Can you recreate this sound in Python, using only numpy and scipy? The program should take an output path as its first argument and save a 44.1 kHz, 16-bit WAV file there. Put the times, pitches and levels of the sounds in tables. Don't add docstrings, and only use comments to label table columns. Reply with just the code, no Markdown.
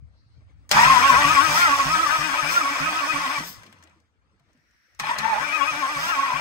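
import sys
import numpy as np
from scipy import signal
from scipy.fft import rfft, irfft, next_fast_len
from scipy.io import wavfile
from scipy.ndimage import uniform_filter1d, map_coordinates

SR = 44100
rng = np.random.default_rng(int(sys.argv[2]) if len(sys.argv) > 2 else 0)


def decibels_to_gain(level_db):
    exponent = np.asarray(level_db, float) / 20
    return 10 ** exponent


def transcribe(signal):
    frames = np.atleast_2d(signal).T
    limited = np.clip(frames, -1, 1)
    pcm = np.round(limited * 32767).astype(np.int16)
    wavfile.write(sys.argv[1], SR, pcm)


N = 282328

RELEASE_S = 3.385


def unit(x):
    return x / np.sqrt(np.mean(x ** 2) + 1e-20)


def along(points, hz):
    f, v = np.transpose(points)
    return np.interp(np.log(hz + 1), np.log(f + 1), v)


def curves(rows, silent=None):
    s, *cols = np.transpose(rows)
    return [np.interp(np.arange(N) / SR, s, c, silent, silent) for c in cols]


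def wobble(rate_hz):
    knots = rng.standard_normal(int(N * 400 / SR) + 4)
    return map_coordinates(knots, [np.arange(N) * rate_hz / SR])


def decay(t, t60_s):
    return decibels_to_gain(-60 * t / t60_s)


def add_at(out, start_s, sound):
    out[round(start_s * SR):][:len(sound)] += sound


def filtered(x, response):
    m = next_fast_len(N + 8192)
    return irfft(rfft(x, m) * response(np.fft.rfftfreq(m, 1 / SR)), m)[..., :N]


def noise(spectrum):
    return unit(filtered(rng.standard_normal(N), lambda hz: decibels_to_gain(along(spectrum, hz))))


def patchy(x, patchy_db):
    z = signal.stft(x, nperseg=512)[2]
    field = uniform_filter1d(rng.standard_normal(z.shape), size=3, axis=0)
    field = uniform_filter1d(field, size=6, axis=1)
    return unit(signal.istft(z * decibels_to_gain(patchy_db * unit(field)), nperseg=512)[1][:N])


def swells(rows, order=2):
    t = np.arange(0, N + 16, 16) / SR
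    total_db = sum(db * np.exp(-abs((t - s) / half_s) ** order) for s, db, half_s in rows)
    return np.interp(np.arange(N) / SR, t, total_db)


def resonance(f, centre_hz, width_hz):
    return 1j * f * width_hz / (centre_hz ** 2 - f ** 2 + 1j * f * width_hz)


def housing(f):
    # mode_hz, width_hz, level_db
    modes = [(595, 40, -1), (750, 35, -5), (880, 40, -7), (960, 40, 0), (1090, 40, 3), (1280, 45, 0),
             (1390, 50, -3), (1530, 25, 3), (1745, 25, -3), (1950, 40, -4), (2330, 40, -5), (2510, 35, 0),
             (2810, 50, -8), (3300, 60, -9)]
    return .3 + abs(sum(decibels_to_gain(db) * resonance(f, c, w) * (-1) ** k for k, (c, w, db) in enumerate(modes)))


def ringing(f):
    # mode_hz, width_hz, level_db
    sharp_modes = [(562.3, 5.4, 0.5), (860, 40, 6), (921, 3.5, -8), (1099.3, 15, -4.5), (1277, 8, -7),
                   (1436, 33, 2), (1640, 72, 8.5), (2260, 40, -1.5), (2480, 24, -5.5), (2740, 43, -5)]
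    return housing(f) * (0.77 + sum(decibels_to_gain(db) * resonance(f, c, w) for c, w, db in sharp_modes))


def grind_load():
    # start_s, grind_db, leak_share_db
    bursts = [
        [(.7, -52, -8), (.72, -14.5, -12), (.735, -16, -18.5), (.78, -11, -18.5), (1.02, -16.5, -16),
         (1.4, -18, -14.5), (1.85, -21.5, -14), (2.4, -23, -15), (3.4, -24, -16.5)],
        [(3.4, -22.5, -22), (3.43, -32, -16), (3.506, -43.5, -23), (3.566, -50, -7.5), (3.75, -55, -19),
         (3.85, -54.5, -24), (4.014, -73, -14), (4.03, -87, -1), (4.15, -94, -4)],
        [(4.991, -41, -6), (4.999, -26.5, -14.5), (5.027, -27, -22.5), (5.111, -23, -20), (5.177, -27, -26.5),
         (5.21, -24.5, -22.5), (5.45, -26.5, -16.5), (6.41, -25, -18.5)],
    ]
    return np.max([curves(rows, silent=-140) for rows in bursts], axis=0)


def strokes():
    # start_s, crank_cycles, speed_share, effort_db, lean_db (per 100 Hz: whether high or low whine rings out)
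    crank = [
        [(.712, .1, 0.74, -15.5, -3.5), (.79, .146, 0.85, -21, -2.5), (.918, .218, .845, -3.5, 2.5),
         (1.002, .26, .81, -11, 0), (1.07, .312, .86, -13.5, -2.5), (1.136, .382, 0.86, -12, -3),
         (1.32, .556, 1.034, -10, 2.5), (1.728, 1, 1.017, -18, 4), (2.2, 1.5, 1.02, -26, 4),
         (2.673, 2, 1.01, -28.5, 5), (3.04, 2.38, 1.0, -31, -1), (3.41, 2.77, 0.97, -27.5, 4)],
        [(5.0, -.24, 0.74, -37, 7), (5.1, -.12, 0.61, -42.5, 4), (5.22, 0, .79, -48.5, 1.5),
         (5.296, .057, .82, -29.5, -21), (5.355, .128, 0.79, -30.5, -10), (5.46, .218, 0.96, -29, -3.5),
         (5.55, .312, 0.97, -28, 0.5), (5.69, .445, 0.99, -25.5, 3.5), (5.92, .7, 0.98, -26, 4.5),
         (6.1, .895, 1.0, -26, 2.5), (6.195, 1, 0.99, -27, 4.5), (6.41, 1.225, 0.95, -26, -4.5)],
    ]
    # crank_cycles, whine_hz, whine_db (over effort), tooth_db (over grind)
    cycle = [(0, 1101, 3.5, -17), (.057, 1132, 1.5, -18), (.128, 1025, 0.5, -22), (.218, 1266, -1, -26),
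             (.26, 1201, -2.5, -18.5), (.312, 1309, 4.5, -22.5), (0.38, 1128, 3.5, -15.5),
             (.445, 1267, 1, -24.5), (.505, 1161, -2.5, -15.5), (.556, 1220, -4, -21),
             (0.63, 1067, -0.5, -21.5), (.70, 1242, -4.5, -22.5), (.762, 1131, -0.5, -19),
             (.895, 1402, -2, -36.5)]
    lean_hz, tooth_slow_db = 1163, 32
    angle, speed, effort_db, lean_db = curves(crank[0] + crank[1])
    at, *cols = np.transpose(cycle + [(0.98, *cycle[0][1:])])
    place = np.interp(angle % 1, at, np.arange(len(at)))
    eased = np.floor(place) + (1 - np.cos(np.pi * (place % 1))) / 2
    hz, whine_db, tooth_db = [np.interp(eased, np.arange(len(at)), c) for c in cols]
    whine_db = effort_db + whine_db + lean_db * (hz - lean_hz) / 100
    tooth_db = grind_load()[0] + tooth_db - tooth_slow_db * abs(1 - speed)
    return speed * hz, whine_db, tooth_db


def whine():
    # centre_s, swell_db, half_length_s
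    surges = [(0.858, 6, 0.0095), (0.933, 4.5, 0.011), (0.99, 4, .007), (1.138, 1, .008),
              (1.158, 4.5, .006), (1.362, 6, .007), (1.41, 5, 0.0089), (1.6, -4, .012), (1.635, 7, .01),
              (1.53, -5, .02), (1.345, -8.5, .006), (1.005, -6, .008), (2.47, -4.5, .03),
              (1.705, 7, 0.0091), (1.785, -8, 0.01), (2.02, -6, 0.0072), (2.053, -5.5, 0.006),
              (2.69, 8.5, .015), (3.35, 6, 0.019), (0.883, 9.5, 0.0056), (0.908, 5, 0.01),
              (0.97, 10, 0.017), (1.049, 6, 0.02), (1.103, 13, 0.011), (1.176, 4, 0.011), (1.256, 8, 0.022),
              (1.308, 9, 0.0098), (1.384, 10, 0.015), (1.467, 2, 0.024), (1.578, 6.5, 0.007),
              (1.659, 12, 0.01), (1.682, 9, 0.007), (1.734, 11, 0.0164), (1.761, 9, 0.0054),
              (1.805, 13, 0.0082), (1.914, 10, 0.0083), (1.942, 11, 0.015), (2.001, 11, 0.008),
              (2.04, 8.5, 0.01), (2.067, 13.5, 0.013), (2.142, 9, 0.028), (2.212, 14, 0.014),
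              (2.297, 5.5, 0.015), (2.397, 12.5, 0.015), (2.5, 4, 0.0046), (2.576, 14.5, 0.015),
              (2.617, 16, 0.0058), (2.66, 11.5, 0.021), (2.763, 9.5, 0.007), (2.814, 4, 0.0048),
              (2.879, 13.5, 0.017), (2.972, 9.5, 0.016), (3.039, 12.5, 0.015), (3.101, 14, 0.013),
              (3.129, -6, 0.006), (3.167, 16, 0.011), (3.252, 15.5, 0.0082), (3.269, 17, 0.0047),
              (3.299, 8, 0.015), (3.38, 10, 0.0062)]
    # centre_s, swell_db, half_length_s
    late_surges = [(5.258, 17, 0.013), (5.282, 9, 0.0073), (5.298, 8.5, 0.0039), (5.313, 7.5, 0.023),
                   (5.363, 4, 0.006), (5.384, 7, 0.0089), (5.436, 7.5, 0.0068), (5.547, 7, 0.0084),
                   (5.576, 9, 0.0049), (5.628, 8.5, 0.019), (5.689, 5.5, 0.017), (5.839, 12, 0.025),
                   (5.89, 7.5, 0.035), (5.973, 8, 0.008), (6.131, 8.5, 0.009), (6.196, 15.5, 0.0084),
                   (6.234, 15, 0.0055), (6.301, 15, 0.011), (6.322, 18, 0.0047), (6.336, 12.5, 0.0047),
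                   (6.361, 6, 0.005), (5.271, -10, .004), (5.236, 11, 0.0055), (5.597, -5, .008),
                   (5.655, -7, .012), (6.05, -5, .015), (6.175, 4, .008), (6.215, -18, 0.012),
                   (6.265, -11, 0.011), (6.285, 11.5, 0.0065), (6.1, 4.5, .02)]
    # start_s, octave_db, stack_db (gear mesh over its load)
    overtones = [(.7, -22.5, 4), (.78, -13, -0.5), (.87, -15.5, 2), (.93, -19, 0.5), (1.0, -22, -1),
                 (1.07, -20.5, 1.5), (1.16, -20, 7), (1.22, -28, 2.5), (1.5, -28, 1.5), (1.62, -28, 10.5),
                 (1.75, -35, 2.5), (2.3, -31, 3), (2.72, -27.5, 1.5), (3.4, -28.5, 3), (5.0, -39, 1),
                 (5.3, -24.5, 3.5), (5.39, -30, 1.5), (5.45, -26.5, 1.5), (5.55, -26, 2.5),
                 (5.98, -29, 1.5), (6.06, -27, 6.5), (6.11, -23.5, 3.5), (6.2, -34.5, 1.5),
                 (6.33, -32.5, 1.5), (6.41, -25.5, -1)]
    # freq_hz, level_db
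    end_cap = [(1400, -6), (1900, -1), (2150, -3), (2330, 0), (2420, -3), (2500, 1), (2650, -3), (2800, -1),
               (3200, -10)]
    mesh_multiples = [2, 2.5, 3, 3.5, 4.5, 5, 5.5, 6, 6.5, 7, 9, 10, 12]
    mesh_levels = [-0.5, -6.5, 4, -10.5, -3.5, 9, 3, 6.5, 1, 3, 3.5, 5, 5]

    hz, whine_db, tooth_db = strokes()
    t = np.arange(N) / SR
    running = uniform_filter1d(1. * ((t > .715) & (t < 4) | (t > 5)), 400)
    running = running * decibels_to_gain(-697 * np.clip(t - RELEASE_S, 0, None) * (t < 4.5))
    turns = np.cumsum(hz * (1 + 0.00833 * wobble(60))) / SR

    throb = decibels_to_gain(2.5 * np.sin(2 * np.pi * turns / 23 + 1.2 * wobble(8)) + wobble(35))
    throb = throb * decibels_to_gain(0.86 * swells(list(surges) + list(late_surges), order=3))
    bars = decibels_to_gain(0.71 * whine_db - 11.0) * throb * np.sin(2 * np.pi * turns)
    teeth = decibels_to_gain(tooth_db + 3.0 + 4.0 * wobble(25)) * np.sin(np.pi * turns / 2)

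    mesh = np.zeros(N)
    for k, db in zip(mesh_multiples, mesh_levels):
        flutter = decibels_to_gain(db) * (1 + .55 * wobble(60))
        mesh += flutter * np.sin(k * np.pi * turns / 2 + .55 * wobble(40))
    octave_db, stack_db = curves(overtones)
    load_db = uniform_filter1d(whine_db, 12000)
    mesh *= decibels_to_gain(0.55 * load_db - 30.5 + stack_db)

    runout = 1 + .5 * np.sin(2 * np.pi * turns / 11.5 + 2 * wobble(10))
    octave = decibels_to_gain(octave_db + 2 * wobble(25)) * (runout + .3 * wobble(90))
    octave = octave * np.sin(4 * np.pi * turns + .7 * wobble(60))
    octave = filtered(octave, lambda f: housing(f) * decibels_to_gain(along(end_cap, f)))
    return running * (filtered(bars + mesh, ringing) + teeth + octave), turns


def grind(turns):
    # freq_hz, density_db
    metal_spectrum = [(71, -45), (120, -10), (223, -13.5), (298, -4.5), (392, -23), (849, -2.5),
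                      (1220, -4.5), (1950, 0.5), (2380, -3), (4500, -14), (5850, -42.5), (9900, -120)]
    # freq_hz, density_db
    leak_spectrum = [(2060, -16.5), (3500, -4), (4190, -10), (5380, -1), (6740, -9), (7080, -9),
                     (8640, -11), (9930, -15.5), (10300, -9.5), (13400, -40), (22000, -120)]
    # freq_hz, density_db
    jet_spectrum = [(11500, -29.5), (12300, 0.5), (14000, -5), (15700, -0.5), (16500, -58)]
    # centre_s, swell_db, half_length_s
    puffs = [(.714, 2.5, 0.008), (1.1, 2.5, 0.02), (1.29, 1, 0.017), (1.575, 5, 0.074), (2.53, 6, 0.057),
             (3.5, 19.5, 0.053), (3.84, 8, 0.01), (5.0, 0, 0.012), (5.188, 11.5, 0.0061),
             (6.055, 5.5, 0.08)]
    grind_db, share_db = grind_load()
    puff_db = swells(puffs)
    leak_db = grind_db + share_db + puff_db
    jet_db = grind_db + share_db - 12.5 + 1.8 * puff_db
    gate = 1 + 0.56 * np.sin(np.pi * turns / 2)
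    lumps = decibels_to_gain(1.2 * wobble(40) + 1.2 * wobble(150))
    grain = decibels_to_gain(0.46 * wobble(25) + 0.39 * wobble(300))

    def metal():
        struck = filtered(gate * noise(metal_spectrum), housing)
        return decibels_to_gain(grind_db - 5.0) * lumps * patchy(struck, patchy_db=3.5)

    def air():
        hiss = decibels_to_gain(leak_db + 3.0) * patchy(noise(leak_spectrum), patchy_db=2.5)
        return grain * (hiss + decibels_to_gain(jet_db) * noise(jet_spectrum))

    return metal() + air(), metal() + air()


def gulps():
    # start_s, peak_db
    shuts = [(0.748, -33.5), (0.858, -32), (1.119, -37), (1.247, -34), (1.487, -37), (1.599, -48.5),
             (1.857, -34.5), (2.066, -51.5), (2.186, -39.5), (2.429, -40), (2.804, -39), (3.136, -42.5),
             (3.38, -44.5), (5.016, -47.5), (5.189, -45.5), (5.4, -47.5), (5.715, -48), (5.961, -43.5),
             (6.335, -42.5)]
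    out, t = np.zeros(N + SR), np.arange(SR // 4) / SR
    cycles = np.cumsum(140 + 420 * t) / SR
    thump = np.sin(2 * np.pi * cycles) * (decay(t, 0.1) + decay(t, 0.67) * (t < .13))
    push = .5 * np.sin(2 * np.pi * 55 * t) * decay(t, 0.51)
    onset = 1 - np.exp(-t / 0.0019)
    for s, db in shuts:
        add_at(out, s, decibels_to_gain(db + 2.5) * (thump + push) * onset)
    return out[:N]


def ticks():
    # start_s, peak_db, ring_hz, body_db
    contacts = [(0.6922, -33, 5900, 7), (0.7134, -9, 5060, 10.5), (0.7167, -21, 4700, -3),
                (3.5813, -62, 5510, -15), (3.633, -55.5, 6610, 26.5), (3.6634, -41, 3160, 2),
                (3.688, -58, 5000, 0), (3.745, -62, 4990, -1), (3.787, -60, 6000, -2.5),
                (3.897, -57.5, 6000, 0), (3.7257, -50, 4850, 18.5), (3.807, -62, 3830, -9),
                (3.8255, -54.5, 6100, 20), (3.837, -45, 6500, -28), (3.8733, -45, 3320, -9),
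                (4.0014, -60, 5710, 3), (4.3964, -58, 3190, 8), (4.5311, -60, 6060, -6.5),
                (4.5746, -61.5, 4490, 0.5), (4.7102, -59, 5860, -3), (4.9477, -49, 5600, 0),
                (4.9957, -29, 4796, -22), (4.998, -22.5, 4100, 10), (5.0614, -43, 3230, 7),
                (5.0898, -41, 3230, 4), (5.1847, -21, 4450, 7.5), (5.225, -44, 3412, -2)]
    out, t = np.zeros(N + SR), np.arange(SR // 10) / SR
    for s, db, hz, body_db in contacts:
        hard = db > -45
        fall = decay(t, 0.019 + 0.028 * hard) + (.04 + .09 * hard) * decay(t, 0.077)
        crack = rng.standard_normal(len(t)) * fall
        part = signal.lfilter(*signal.iirpeak(hz, 2.5, SR), crack)
        snap = .15 * crack * (db > -25) * decay(t, .02)
        knock = signal.lfilter(*signal.iirpeak(1500, .8, SR), rng.standard_normal(len(t)))
        knock = decibels_to_gain(body_db - 7) * decay(t, 0.034) * knock
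        add_at(out, s, decibels_to_gain(db + 3) * (part + snap + knock))
    return out[:N]


def slams():
    # start_s, peak_db, ring_hz
    blows = [(0.745, -35, 960), (0.767, -7, 958), (0.789, -1, 916), (0.81, -4.5, 977), (0.83, -2.5, 950),
             (5.038, -20.5, 863), (5.068, -21, 1098), (5.09, -14, 932), (5.109, -10.5, 974),
             (5.184, -26.5, 1106), (5.056, -25.5, 1096), (5.079, -21, 1086), (5.132, -20.5, 1020),
             (5.155, -26, 1270)]
    out, t = np.zeros(N + SR), np.arange(SR // 10) / SR
    swell = (1 - np.exp(-t / .004)) * decay(t, .04)
    for s, db, hz in blows:
        ring = np.sin(2 * np.pi * hz * t) + .2 * np.sin(4 * np.pi * hz * t)
        add_at(out, s, decibels_to_gain(db + 5.5) * swell * ring)
    return out[:N]


def after_ring():
    # mode_hz, level_db, t60_s
    modes = [(1120, -50, 0.44), (1720, -52, 0.8), (2040, -54, 1), (2510, -57, 0.69)]
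    t = np.clip(np.arange(N) / SR - RELEASE_S, 0, None)
    out = np.zeros(N)
    for hz, db, t60_s in modes:
        level = decibels_to_gain(db + 3 * wobble(27)) * decay(t, t60_s)
        out += level * np.sin(2 * np.pi * hz * t + .5 * wobble(36))
    return out * (t > 0)


def coast():
    # start_s, pitch_hz, level_db
    run_down = [(3.5, 100, -76), (3.58, 103, -60), (3.76, 99, -62), (3.82, 81.8, -59.5), (4.1, 78.45, -71),
                (4.22, 80.4, -73), (4.32, 95.4, -85.5)]
    hz, db = curves(run_down)
    return decibels_to_gain(db + wobble(20)) * (db > -79) * np.sin(2 * np.pi * np.cumsum(hz) / SR)


def hood(x):
    t = np.arange(SR // 8) / SR
    tail = rng.standard_normal(len(t)) * decay(t, .06)
    return signal.fftconvolve(x, tail / np.linalg.norm(tail))[:N]


def ports(direct, other):
    # freq_hz, left_lead_rad
    lead = [(0, 0), (150, .5), (430, .7), (950, 1.0), (1120, .8), (1290, -1.7), (1640, -3.4), (1980, -4.1),
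            (2500, -8), (3350, -8.5), (4300, -11.5), (6370, -18), (7400, -22), (7900, -25.1), (8500, -25.5),
            (10000, -27), (12900, -30), (13700, -31.42)]
    # freq_hz, likeness (0 to 1)
    alike = [(60, .5), (200, .75), (600, .72), (1300, .65), (3000, .4), (7000, .5), (12500, .75),
             (13600, .99)]
    # freq_hz, left_minus_right_db
    nearer = [(60, 0.5), (180, -1), (550, 2), (1650, 3.5), (4970, 7), (15000, -1)]
    sign = np.array([[1], [-1]])

    def turn(hz):
        return np.arccos(np.clip(along(alike, hz), 0, 1)) / 2

    def place(hz):
        return decibels_to_gain(sign * along(nearer, hz) / 2) * np.exp(.5j * sign * along(lead, hz))

    shared = filtered(direct, lambda hz: np.cos(turn(hz)) * place(hz))
    return shared + filtered(other, lambda hz: sign * np.sin(turn(hz)) * place(hz))


def bumps():
    # start_s, peak_db, pitch_hz
    knocks = [(0.023, -37.5, 122), (0.262, -45, 113), (0.38, -40, 112), (3.579, -44, 110), (3.69, -45, 220),
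              (3.84, -50, 317), (3.96, -54.5, 322), (4.332, -56, 188), (4.406, -53, 138),
              (4.548, -52.5, 251), (4.575, -56, 150), (4.405, -63.5, 690), (4.553, -66.5, 600)]
    out, t = np.zeros(N + SR), np.arange(SR // 5) / SR
    shape = decay(t, 0.14) * (1 - np.exp(-t / 0.0015))
    for s, db, hz in knocks:
        add_at(out, s, decibels_to_gain(db - 4.5) * shape * np.sin(2 * np.pi * hz * t))
    return out[:N]


def near_air():
    # start_s, level_db
    rumble = [(0, -50), (.07, -49.5), (.25, -60.5), (.53, -50.5), (.68, -53), (.73, -42.5), (1.5, -44),
              (1.65, -46), (2.35, -61), (3.4, -61), (3.47, -69), (3.58, -54), (3.66, -75), (4.22, -69),
              (4.9, -78.5), (5.06, -57), (5.6, -59.5), (6.41, -71)]
    # freq_hz, density_db
    wind_spectrum = [(15, -50), (36, -25.5), (54, -1.5), (97, 0), (177, -24), (250, -25.5), (320, -50),
                     (550, -120)]
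    # start_s, level_db
    rustle = [(.06, -100), (.12, -84), (.28, -69), (.38, -77), (.44, -100)]
    # start_s, level_db
    passing = [(4.3, -100), (4.5, -75), (4.75, -67), (5.0, -65), (5.1, -100)]
    # freq_hz, density_db
    tyre_spectrum = [(900, -36.5), (1400, -10), (1900, -7), (2400, -14), (3200, -23), (5000, -21),
                     (5700, -12), (6400, -32.5)]
    leaf_spectrum = [(3300, -36.0), (4100, -4.5), (4800, -10.5), (5800, -18), (7000, -41.5)]
    wind_db = curves(rumble)[0]
    leaves = decibels_to_gain(curves(rustle, silent=-140)[0] + 4 * wobble(30))
    road = decibels_to_gain(curves(passing, silent=-140)[0])

    def one_port():
        gust = decibels_to_gain(wind_db + 3.2 * wobble(16)) * noise(wind_spectrum)
        leaf = leaves * patchy(noise(leaf_spectrum), patchy_db=-1.0)
        return gust + leaf + road * patchy(noise(tyre_spectrum), patchy_db=2.0)

    return np.array([one_port(), one_port()]) * decibels_to_gain([[1.2], [-1.2]])


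def yard():
    # start_s, level_db
    rests = [
        [(0.0, -75.5), (0.294, -74), (0.636, -69.5), (0.7, -75)],
        [(3.4, -38), (3.444, -54), (3.58, -60.5), (3.888, -66.5), (4.01, -72), (4.13, -77), (4.288, -76.5),
         (4.494, -72.5), (4.698, -79), (4.98, -78)],
    ]
    # freq_hz, density_db
    far_spectrum = [(88, -38.5), (150, -13), (313, -15.5), (398, -24.5), (441, -19), (1130, -24),
                    (1320, -20.5), (2330, -27), (3000, -31), (9000, -43), (11700, -74), (19800, -120)]
    far_db = np.maximum(*[curves(rows, silent=-140)[0] for rows in rests])
    far_db = np.maximum(far_db, -84)

    def far():
        return decibels_to_gain(far_db + 3.5 + 1.5 * wobble(26)) * patchy(noise(far_spectrum), patchy_db=3.5)

    return ports(far(), far())


def scene():
    tones, turns = whine()
    near, scattered = grind(turns)
    hits = gulps() + ticks() + slams() + after_ring()
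    shimmer = 0.94 * tones * wobble(19)
    engine = ports(near + tones + hits, scattered + shimmer + hood(hits))
    return engine + coast() + bumps() + near_air() + yard()


def band_limit(x):
    return signal.sosfilt(signal.butter(12, 16970, fs=SR, output="sos"), x)


def record(dry):
    kept = [(10200, 0), (10700, -40), (11600, -40), (12500, 0), (15650, 0), (15800, -120)]  # Hz, dB
    rounded = dry / (1 + abs(dry / 1.1) ** 4) ** .25
    mix = filtered(rounded, lambda hz: decibels_to_gain(along(kept, hz)))
    return band_limit(mix)


dry = scene()
out = record(dry)
transcribe(out)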